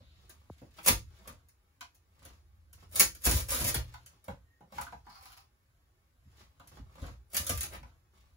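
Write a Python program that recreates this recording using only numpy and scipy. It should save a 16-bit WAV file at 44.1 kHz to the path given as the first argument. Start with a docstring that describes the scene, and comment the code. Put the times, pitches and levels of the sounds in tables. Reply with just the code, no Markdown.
"""Tearing rotten wood out of a camper van

Rotten wooden framing is torn from the ceiling, a few metres from the microphone. Random trains of snaps, shaped
by spectra and damped modes, make fibres that break singly and in runs; the roof panel booms when it lets go.
The loose strip is laid on a shelf, a putty knife is slid off it and pries out more wood. Hands and blade rub
along the frame; a dry blip, a squeak, a sizzle and a faint hush join in. The small cabin rings briefly."""
import sys
import numpy as np
from scipy import signal
from scipy.fft import rfft, irfft
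from scipy.io import wavfile
from scipy.ndimage import uniform_filter1d

SR = 44100
rng = np.random.default_rng(int(sys.argv[2]) if len(sys.argv) > 2 else 0)


def wav_out(sig):
    """Save sig, one row per channel (or a flat mono array), as 16-bit PCM at SR to the path in sys.argv[1]."""
    wavfile.write(sys.argv[1], SR, np.round(np.clip(np.atleast_2d(sig).T, -1, 1) * 32767).astype(np.int16))


N = 368676
TIME = np.arange(N) / SR

# Event levels are relative: each layer trims them again.
# splintering cracks, with a sharp tick of the strip (at 4.811 s) and a click of the knife (at 5.225 s):
# start_s, treble_db, wood_body_db
CRACKS = [(0.2941, -47, -57), (0.784, -55, -43), (0.8606, -24.5, -30.5), (0.8716, -21, -27),
          (0.879, -15.5, -24.5), (1.274, -43.5, -46), (1.486, -59, -74.5), (1.947, -59.5, -78.5),
          (2.2506, -47, -53), (2.7291, -50, -67), (2.9573, -25.5, -47.5), (2.9965, -9, -27.5),
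          (3.149, -44.5, -58), (3.253, -20.5, -34.5), (3.2629, -25, -26.5), (3.4865, -36, -50),
          (3.612, -36.5, -40), (3.6752, -25, -40), (3.7431, -23.5, -32.5), (4.061, -46.5, -66),
          (4.2416, -53, -67), (4.811, -38, -58), (5.225, -55.5, -64), (6.6733, -51, -73),
          (7.3448, -28.5, -36.5), (7.3668, -20.5, -46), (7.466, -30, -60), (7.493, -25, -32.5),
          (7.5753, -33.5, -65), (7.608, -27.5, -48), (7.6315, -30.5, -45)]
# steady tearing pulls: start_s, length_s, fibre_db, wood_body_db, sag_db_per_s
TEARS = [(0.872, 0.037, -25, -38.5, 178), (2.93, 0.068, -43, -51.5, -140), (3.255, .15, -23, -35.5, 63),
         (3.5, 0.19, -30, -39.5, -1.5), (3.746, 0.049, -61, -42, 127), (7.336, 0.14, -38.5, -47.5, 48),
         (7.5, 0.25, -36, -44, 153), (7.725, 0.024, -46.5, -43, 64)]
# knocks of the strip and the knife: start_s, ring_db, tick_db, hollow_thud_db, ring_centre_hz
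KNOCKS = [(0.617, -79, -78, -46, 517), (1.808, -41, -43, -63.5, 970), (3.939, -45.5, -50.5, -95, 1040),
          (4.281, -39, -53, -39.5, 830), (4.606, -57.5, -76, -52.5, 764), (4.722, -46.5, -56.5, -51.5, 993),
          (4.781, -32.5, -61, -72, 720), (4.811, -39.5, -68, -56, 1070), (4.865, -46, -62, -63, 1220),
          (4.923, -44.5, -65.5, -53, 840), (5.065, -49, -78, -57.5, 750), (6.597, -47.5, -63, -60, 1230),
          (7.829, -47.5, -63.5, -61.5, 1050)]
# pushes of the knife over the shelf: start_s, length_s, ring_db, scratch_db, sag_db_per_s
SLIDES = [(5.07, 0.028, -56, -67.5, 0), (5.145, 0.012, -52.5, -64, 2), (5.226, 0.15, -55.5, -57, 26)]
# hands and blade rubbing along the frame: hardest_moment_s, swell_s, fade_s (each over 20 dB), friction_db, grit_db
RUBS = [(0.005, 0.04, 0.017, -52, -71), (0.23, 0.18, 0.45, -66, -67.5), (0.4, 0.066, 0.088, -76, -81),
        (0.51, 0.022, 0.056, -79.5, -63), (0.58, 0.027, 0.18, -64, -66), (0.78, 0.078, .05, -65, -56.5),
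        (1.169, 0.22, 0.18, -66, -64), (1.29, 0.12, 0.099, -51.5, -60), (2.254, 0.12, 0.15, -56, -58),
        (2.82, 0.092, 0.073, -58.5, -60), (3.87, 0.056, 0.36, -64, -61), (4.13, .1, 0.055, -69, -71.5),
        (4.289, 0.031, 0.059, -50, -59), (4.76, 0.053, 0.19, -50.5, -50), (6.41, 0.15, 0.064, -59, -58.5),
        (6.779, 0.21, 0.029, -53.5, -59), (7.05, 0.16, 0.095, -46, -52), (7.87, .1, 0.13, -61.5, -70),
        (8.14, 0.022, 0.27, -66.5, -65.5)]
# shoves that set the roof panel booming: start_s, level_db
BOOMS = [(0.899, -23), (1.293, -49), (2.258, -51), (2.892, -50), (3.019, -39), (3.267, -18.5),
         (3.336, -22.5), (3.609, -24.5), (3.752, -25), (4.281, -39), (4.761, -41.5), (4.939, -47.5),
         (6.255, -48), (6.795, -36.5), (7.017, -28.5), (7.392, -34.5), (7.498, -22.5), (7.81, -45)]
# the worker's weight shifts and the van's shell rumbles: start_s, length_s, level_db, sag_db_per_s
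LEANS = [(0.0, .75, -57.5, 6), (1.0, 0.11, -57.5, 17), (2.3, .85, -59.5, -7.5), (5.05, 0.25, -61, 9),
         (6.3, 0.5, -65, 0.5), (8.25, .11, -61, -0.5)]

# resonances of the beam behind the fibres: pitch_hz, width_hz, level_db
BEAM = [(254, 38, -1), (330, 16, -3.5), (505, 25, -2.5), (509, 57, -1), (1000, 37, -2.5), (1187, 19, 0),
        (1990, 70, -13.5), (2371, 100, 4)]
# resonances of the loose wooden strip: pitch_hz, width_hz, level_db
STRIP = [(693, 17, -8.5), (819, 63, -1.5), (987, 51, 0.5), (1222, 110, -1.5), (1472, 170, 1),
         (2140, 540, -1.5), (2290, 8.2, -23.5)]
# resonances of the knife blade: pitch_hz, width_hz, level_db
KNIFE = [(779, 28, -1.5), (1010, 42, -3.5), (1253, 140, -2), (2374, 3000, -10.5), (4260, 210, -4.5),
         (4840, 790, -4)]
# resonances of the roof panel: pitch_hz, width_hz, level_db
PANEL = [(57.4, 3.6, -0.5), (84.4, 33, 0), (103.14, 9.9, -7.5), (118.4, 3.8, -5.5), (143, 23, -4.5),
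         (195, 40, -10), (264, 53, -7.5)]

# spectrum of snapping fibres: frequency_hz, relative_level_db
FIBRE = [(300, -26), (1500, -6.5), (3100, -8), (4800, -5), (6600, -3.5), (7700, -6), (9000, 1.5),
         (10500, -4), (12500, -4.5), (16000, -6.5)]
# spectrum of the wood body: frequency_hz, relative_level_db
WOOD = [(70, -20), (130, -3.5), (230, -5), (370, -4), (570, 5.5), (780, -2.5), (1300, -1), (2300, -6.5),
        (3200, -7), (6000, -18), (16000, -45)]
# spectrum of a hollow thud: frequency_hz, relative_level_db
THUD = [(50, -21.5), (120, -4), (230, 0), (380, -15), (560, 2), (800, -14.5), (4000, -49)]
# spectrum of the blade scratching the shelf: frequency_hz, relative_level_db
SCRATCH = [(700, -31), (2500, 0), (5000, -4.5), (7500, -10), (10000, -4), (14500, -8), (16000, -4)]
# spectrum of rubbing friction: frequency_hz, relative_level_db
FRICTION = [(60, -7.5), (150, 5), (300, -4), (600, -2.5), (1200, 0), (2200, -16), (5000, -23), (16000, -40)]
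# spectrum of crumbling grit and hard ticks: frequency_hz, relative_level_db
GRIT = [(500, -16.5), (2000, 2), (4200, 0.5), (7000, -4), (11000, -9), (16000, -12)]
# spectrum of the outdoor hush: frequency_hz, relative_level_db
AMBIENCE = [(20, -9), (45, 2), (65, -8.5), (110, -6), (170, -16.5), (400, -20), (1200, -20.5), (3000, -29),
            (8000, -33), (16000, -34.5)]
# cabin reverberation: frequency_hz, t60_s
CABIN = [(150, 0.23), (700, 0.17), (2000, 0.19), (5000, 0.21), (13000, 0.17)]

RUN_S, BIG_RUN_S = 0.0042, 0.02  # decay of the snaps after a tiny crack, and what a 0 dB break adds to it
PULL_ATTACK_S, PULL_RELEASE_S = 0.027, 0.027  # a pull comes up and dies away by 20 dB in these times
TOP_HZ = 15700  # the sound is cut above this


def splintering(tearing, crack_db=-4, crack_body_db=-3, tear_db=-3, tear_body_db=-2, beam_db=-4):
    """Fibres (and two sharp clicks) snap brightly and ring the beam; in a tear they give way bundle by bundle."""
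    start_s, treble_db, body_db = np.transpose(CRACKS)
    run_s = RUN_S + BIG_RUN_S * undb(treble_db)  # bigger breaks run on for longer
    fibre_gain, body_gain = tearing

    # the strength of the bundles drifts at random from one 9 ms point to the next
    knots = np.arange(0, N / SR, 0.009)
    bundles = undb(np.interp(TIME, knots, rng.uniform(-5.95, 4.55, len(knots))))
    fine = snaps(rate=1500, spread_db=5, even_s=0.02) * bundles * fibre_gain
    coarse = snaps(rate=500, spread_db=5, even_s=0.025) * bundles * body_gain

    fibres = bursts(start_s, treble_db + crack_db, run_s, rate=3800, first=0.42)
    fibres = fibres + undb(tear_db) * fine
    body = bursts(start_s, body_db + crack_body_db, run_s * 0.9, rate=2500, first=0.2)
    body = body + undb(tear_body_db) * coarse
    return colour(fibres, FIBRE) + colour(body, WOOD) + undb(beam_db) * ring(body, BEAM)


def knocking(ring_db=-2, tick_db=-3.5, thud_db=-1, chatter_s=0.0024, focus_db_per_octave=8, edge_db=-17):
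    """The strip or the knife lands, chatters and thuds on the panelling; all knocks ring the strip's modes."""
    start_s, rings_db, ticks_db, thuds_db, centres_hz = np.transpose(KNOCKS)
    chatter = np.full(len(start_s), chatter_s)
    contacts = bursts(start_s, rings_db + ring_db, chatter, rate=1500, first=0.83)

    wood = 0
    for at, centre in zip(start_s, centres_hz):
        # the point that is struck favours the modes near one pitch
        modes = [(hz, width, db - focus_db_per_octave * abs(np.log2(hz / centre))) for hz, width, db in STRIP]
        this_knock = np.abs(TIME - at) < 0.015
        wood = wood + ring(contacts * this_knock, modes)

    ticks = bursts(start_s, ticks_db + tick_db, chatter, rate=3000, first=0.17)
    ticks = ticks + undb(edge_db) * contacts
    thuds = bursts(start_s, thuds_db + thud_db, chatter * 2, rate=4800, first=1)
    return wood + colour(ticks, GRIT) + colour(thuds, THUD)


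def sliding_knife(ring_db=0, scratch_db=-1, rise_s=0.03, fall_s=0.069):
    """The knife is dragged off the shelf; small slips ring the blade and scratch the surface."""
    ring_gain, scratch_gain = pulls(SLIDES, rise_s, fall_s)
    slips = snaps(rate=700, spread_db=6, even_s=0.05)
    blade = ring(slips * ring_gain, KNIFE)
    scratch = colour(slips * scratch_gain, SCRATCH)
    return undb(ring_db) * blade + undb(scratch_db) * scratch


def rubbing(pressure, friction_db=-3, grit_db=-3, hollow_db=0, hard_db=-45, hollow_growth=0.96):
    """Stick-slip of hands and blade and crumbling grit; harder rubs bring in more of the hollow panel."""
    friction_gain, grit_gain = pressure
    hollow_gain = friction_gain * (friction_gain / undb(hard_db)) ** hollow_growth
    friction = colour(snaps(rate=700, spread_db=9.5) * friction_gain, FRICTION)
    grit = colour(snaps(rate=1800, spread_db=5) * grit_gain, GRIT)
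    hollow = colour(snaps(rate=550, spread_db=5) * hollow_gain, THUD)
    return undb(friction_db) * friction + undb(grit_db) * grit + undb(hollow_db) * hollow


def roof(tearing, pressure, boom_db=-6, flex_db=-3, push_hz=260, side_db=-14):
    """The roof panel booms after each shove and rumbles as the shell flexes, nearly alike on both sides."""
    start_s, level_db = np.transpose(BOOMS)
    shoves = bursts(start_s, level_db + boom_db, np.full(len(start_s), 0.012), rate=1400, first=0.79)
    booms = filtered(ring(shoves, PANEL), push_hz, "low")

    rumble = filtered(rng.standard_normal((2, N)), [50.4, 84.49], "band")
    rumble = rumble / np.sqrt(uniform_filter1d(rumble ** 2, SR // 8))  # even out its loudness
    mid, side = rumble * undb(flex_db) * flexing(shoves, tearing, pressure)
    return booms + mid + undb(side_db) * np.outer([1, -1], side)


def flexing(shoves, tearing, pressure, shove_db=3, tear_db=0, rub_db=1, rest_db=-69, settle_s=0.041, lean_s=0.4):
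    """Shoves, tears and rubs load the shell, which settles after them; shifting weight adds to the flexing."""
    load = (undb(shove_db) * shoves) ** 2
    load = load + (undb(tear_db) * tearing[1]) ** 2 + (undb(rub_db) * pressure[0]) ** 2
    keep = np.exp(-1 / (settle_s * SR))
    settling = signal.lfilter([1 - keep], [1, -keep], load)
    leaning = pulls(LEANS, lean_s, lean_s)[0]
    return np.sqrt(settling + leaning ** 2 + undb(rest_db) ** 2)


def blip(db=-40, start_s=0.4985, start_hz=1600, end_hz=80, fall_s=0.003, attack_s=0.0024, decay_s=0.027):
    """A short dry sine blip that drops quickly in pitch."""
    t = np.maximum(TIME - start_s, 0)
    hz = end_hz + (start_hz - end_hz) * np.exp(-t / fall_s)
    phase = 2 * np.pi * np.cumsum(hz * (t > 0)) / SR
    envelope = np.minimum(t / attack_s, 1) * np.exp(-(t / decay_s) ** 2)
    return undb(db) * np.sin(phase) * envelope


def faint_tones(squeak_db=-76, squeak_hz=1860, sizzle_db=-71, sizzle_hz=3800):
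    """Noise through single modes: a thin squeak as the strip is lowered, a soft sizzle fading at the start."""
    squeak_gain = swell(4.48, 0.15, rise_s=0.06, fall_s=0.06, sag_db_per_s=25)
    sizzle_gain = swell(0, 0.2, rise_s=0.01, fall_s=0.15)
    squeak = ring(rng.standard_normal(N) * squeak_gain, [(squeak_hz, 20, 0)])
    sizzle = ring(rng.standard_normal(N) * sizzle_gain, [(sizzle_hz, 900, 0)])
    return undb(squeak_db) * squeak + undb(sizzle_db) * sizzle


def outdoor_hush(level_db=-72):
    """Steady noise, strongest in the bass, as a faint outdoor hush."""
    return undb(level_db) * colour(rng.standard_normal(N), AMBIENCE)


def cabin(x, count=6, wander_hz=2.3):
    """The break wanders along the frame: the sound circles through several random reflection patterns."""
    turn = wander_hz * TIME + np.arange(count)[:, None] / count
    distance = np.minimum(np.abs(turn % 1 - 0.5) * count, 1)
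    nearness = np.cos(np.pi / 2 * distance)  # equal-power crossfade between neighbouring places
    return sum(signal.oaconvolve((x * near)[None], cabin_response(), axes=1)[:, :N] for near in nearness)


def cabin_response(direct_db=-13, bright_db=-5, bright_hz=6500, scatter_s=0.0012,
                   ceiling_db=-9, ceiling_s=0.0076, apart_hz=400, build_s=0.00084):
    """Treble-rich direct sound, a ceiling bounce and a dense tail that is alike on both sides only in the bass."""
    t = TIME[:SR // 2]
    hz = np.fft.rfftfreq(len(t), 1 / SR)
    mid, side = rfft(rng.standard_normal((2, len(t))))
    angle = np.pi / 3.6 * hz ** 2 / (hz ** 2 + apart_hz ** 2)
    field = mid * np.cos(angle) + np.outer([1, -1], side * np.sin(angle))

    # each half-octave band dies away at its own rate
    band = np.round(2 * np.log2(np.maximum(hz, 100)))
    tail = 0
    for b in np.unique(band):
        decay = np.exp(-np.log(1000) * t / along(2 ** (b / 2), CABIN))
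        tail = tail + irfft(field * (band == b), len(t)) * decay
    tail = unit(tail * (1 - np.exp(-t / build_s)))

    # scattering off the nearby frame smears the first arrival with little colouring: only phases are random
    scatter = rfft(rng.standard_normal(len(t)) * np.exp(-t / scatter_s))
    click = irfft(np.exp(1j * np.angle(scatter)), len(t)) * (t < 0.004)
    direct = undb(direct_db) * click + undb(bright_db) * filtered(click, bright_hz, "high")
    bounce = undb(ceiling_db) * np.roll(direct, int(ceiling_s * SR))
    return tail + direct + bounce


def swell(start_s, length_s, rise_s, fall_s, sag_db_per_s=0):
    """Gain of one movement: it swells, holds while it sags, and fades; rise and fall span 20 dB."""
    t = TIME - start_s
    before = np.maximum(-t, 0) / max(rise_s, 0.002)
    after = np.maximum(t - length_s, 0) / max(fall_s, 0.002)
    sag_db = sag_db_per_s * np.clip(t, 0, length_s)
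    return undb(np.maximum(-20 * (before + after) - sag_db, -200))


def pulls(rows, rise_s, fall_s):
    """Summed movement gains, one for each level column of rows (start_s, length_s, levels_db, sag_db_per_s)."""
    return sum(np.outer(undb(levels_db), swell(start_s, length_s, rise_s, fall_s, sag))
               for start_s, length_s, *levels_db, sag in rows)


def rub_pressure():
    """Gains of friction and grit: each rub swells to its hardest moment and fades."""
    return sum(np.outer(undb(levels_db), swell(at, 0, rise_s, fall_s)) for at, rise_s, fall_s, *levels_db in RUBS)


def snaps(rate, spread_db, even_s=0.054):
    """Random snaps (rate per second), mostly small and a few large, evened towards a mean power of one."""
    sizes = undb(spread_db * np.minimum(rng.exponential(size=N), 5)) * rng.choice([-1, 1], N)
    x = sizes * (rng.random(N) < rate / SR)
    return x / np.sqrt(np.abs(uniform_filter1d(x ** 2, int(even_s * SR))) + 1e-4)


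def bursts(times, levels_db, lengths_s, rate, first=0.5, lead_db=-7, lead_slope=0.95, lead_s=0.018):
    """Each blow is a brief lead-in, a main snap and a dying run of smaller ones; its level is taken over 15 ms."""
    out, grains = np.zeros(N + SR), snaps(rate, 5)
    before = SR // 20  # room for the lead-in
    t = TIME[:SR // 5] - before / SR
    for at, db, length_s in zip(times, levels_db, lengths_s):
        i = int(at * SR) - before
        lead = undb(lead_db + lead_slope * db)  # relative to the run: louder blows have a stronger lead-in
        dying = np.exp(-np.abs(t) / max(length_s, 0.001))
        envelope = np.where(t > 0, dying, lead * np.exp(-np.abs(t) / lead_s))
        run = unit(np.roll(grains, -i)[:len(t)] * envelope + 1e-9)
        run[before] += first  # the main snap
        out[i:i + len(t)] += unit(run) * undb(db) * np.sqrt(0.015 * SR)
    return out[:N]


def ring(x, modes):
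    """Drive a set of damped modes, with unit power gain; wider modes die away faster."""
    t = TIME[:SR // 2]
    response = 0
    for k, (hz, width, db) in enumerate(modes):
        mode = unit(np.exp(-np.pi * width * t) * np.sin(2 * np.pi * hz * t))
        response = response + (-1) ** k * undb(db) * mode
    return signal.oaconvolve(x, unit(response))[:N]


def colour(x, points, size=4096):
    """Causal minimum-phase filter with the given spectrum and unit power gain."""
    cepstrum = irfft(along(np.fft.rfftfreq(size, 1 / SR), points) * np.log(10) / 20)
    # folding the cepstrum forward gathers the energy at the onset
    cepstrum[1:size // 2] *= 2
    cepstrum[size // 2 + 1:] = 0
    return signal.oaconvolve(x, unit(irfft(np.exp(rfft(cepstrum)))))[:N]


def filtered(x, hz, kind):
    """Second-order Butterworth design: low, high or band pass."""
    return signal.sosfilt(signal.butter(2, hz, kind, fs=SR, output="sos"), x)


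def along(hz, points):
    """Read (frequency_hz, value) points on a log-frequency axis."""
    f, value = np.transpose(points)
    return np.interp(np.log(hz + 1), np.log(f), value)


def unit(x):
    """Scale a response to unit energy."""
    return x / np.sqrt(np.sum(x ** 2, axis=-1, keepdims=True))


def undb(db):
    """Decibels to gain."""
    return 10 ** (np.asarray(db) / 20)


def scene():
    """Work, faint tones and hush pass through the cabin; the roof and the dry blip are added directly."""
    tearing = pulls(TEARS, PULL_ATTACK_S, PULL_RELEASE_S)
    pressure = rub_pressure()
    work = splintering(tearing) + knocking() + sliding_knife() + rubbing(pressure)
    inside = cabin(work + faint_tones() + outdoor_hush())
    return inside + roof(tearing, pressure) + blip()


def record(dry, wide_hz=7200, mid_db=1.36, side_db=-1, low_cut_hz=36):
    """A stereo widening swings the treble between mid and side with frequency; deep bass and top are cut."""
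    hz = np.fft.rfftfreq(N, 1 / SR)
    swing = np.pi * (hz - 11000) / 4750
    treble = np.clip((hz - wide_hz) / 1500 + 0.5, 0, 1)  # share of the swinging treble at each frequency
    left, right = rfft(filtered(dry, low_cut_hz, "high"))

    mid_gain = 1 - treble + treble * undb(mid_db) * np.abs(np.cos(swing))
    mid = (left + right) / 2 * mid_gain
    # the treble side signal is the left channel turned by a quarter cycle
    treble_side = 1j * left * treble * undb(side_db) * np.sin(swing)
    side = (left - right) / 2 * (1 - treble) + treble_side

    stereo = irfft(np.array([mid + side, mid - side]), N)
    return signal.sosfilt(signal.ellip(10, 0.2, 70, TOP_HZ, fs=SR, output="sos"), stereo)


dry = scene()
out = record(dry)
wav_out(out)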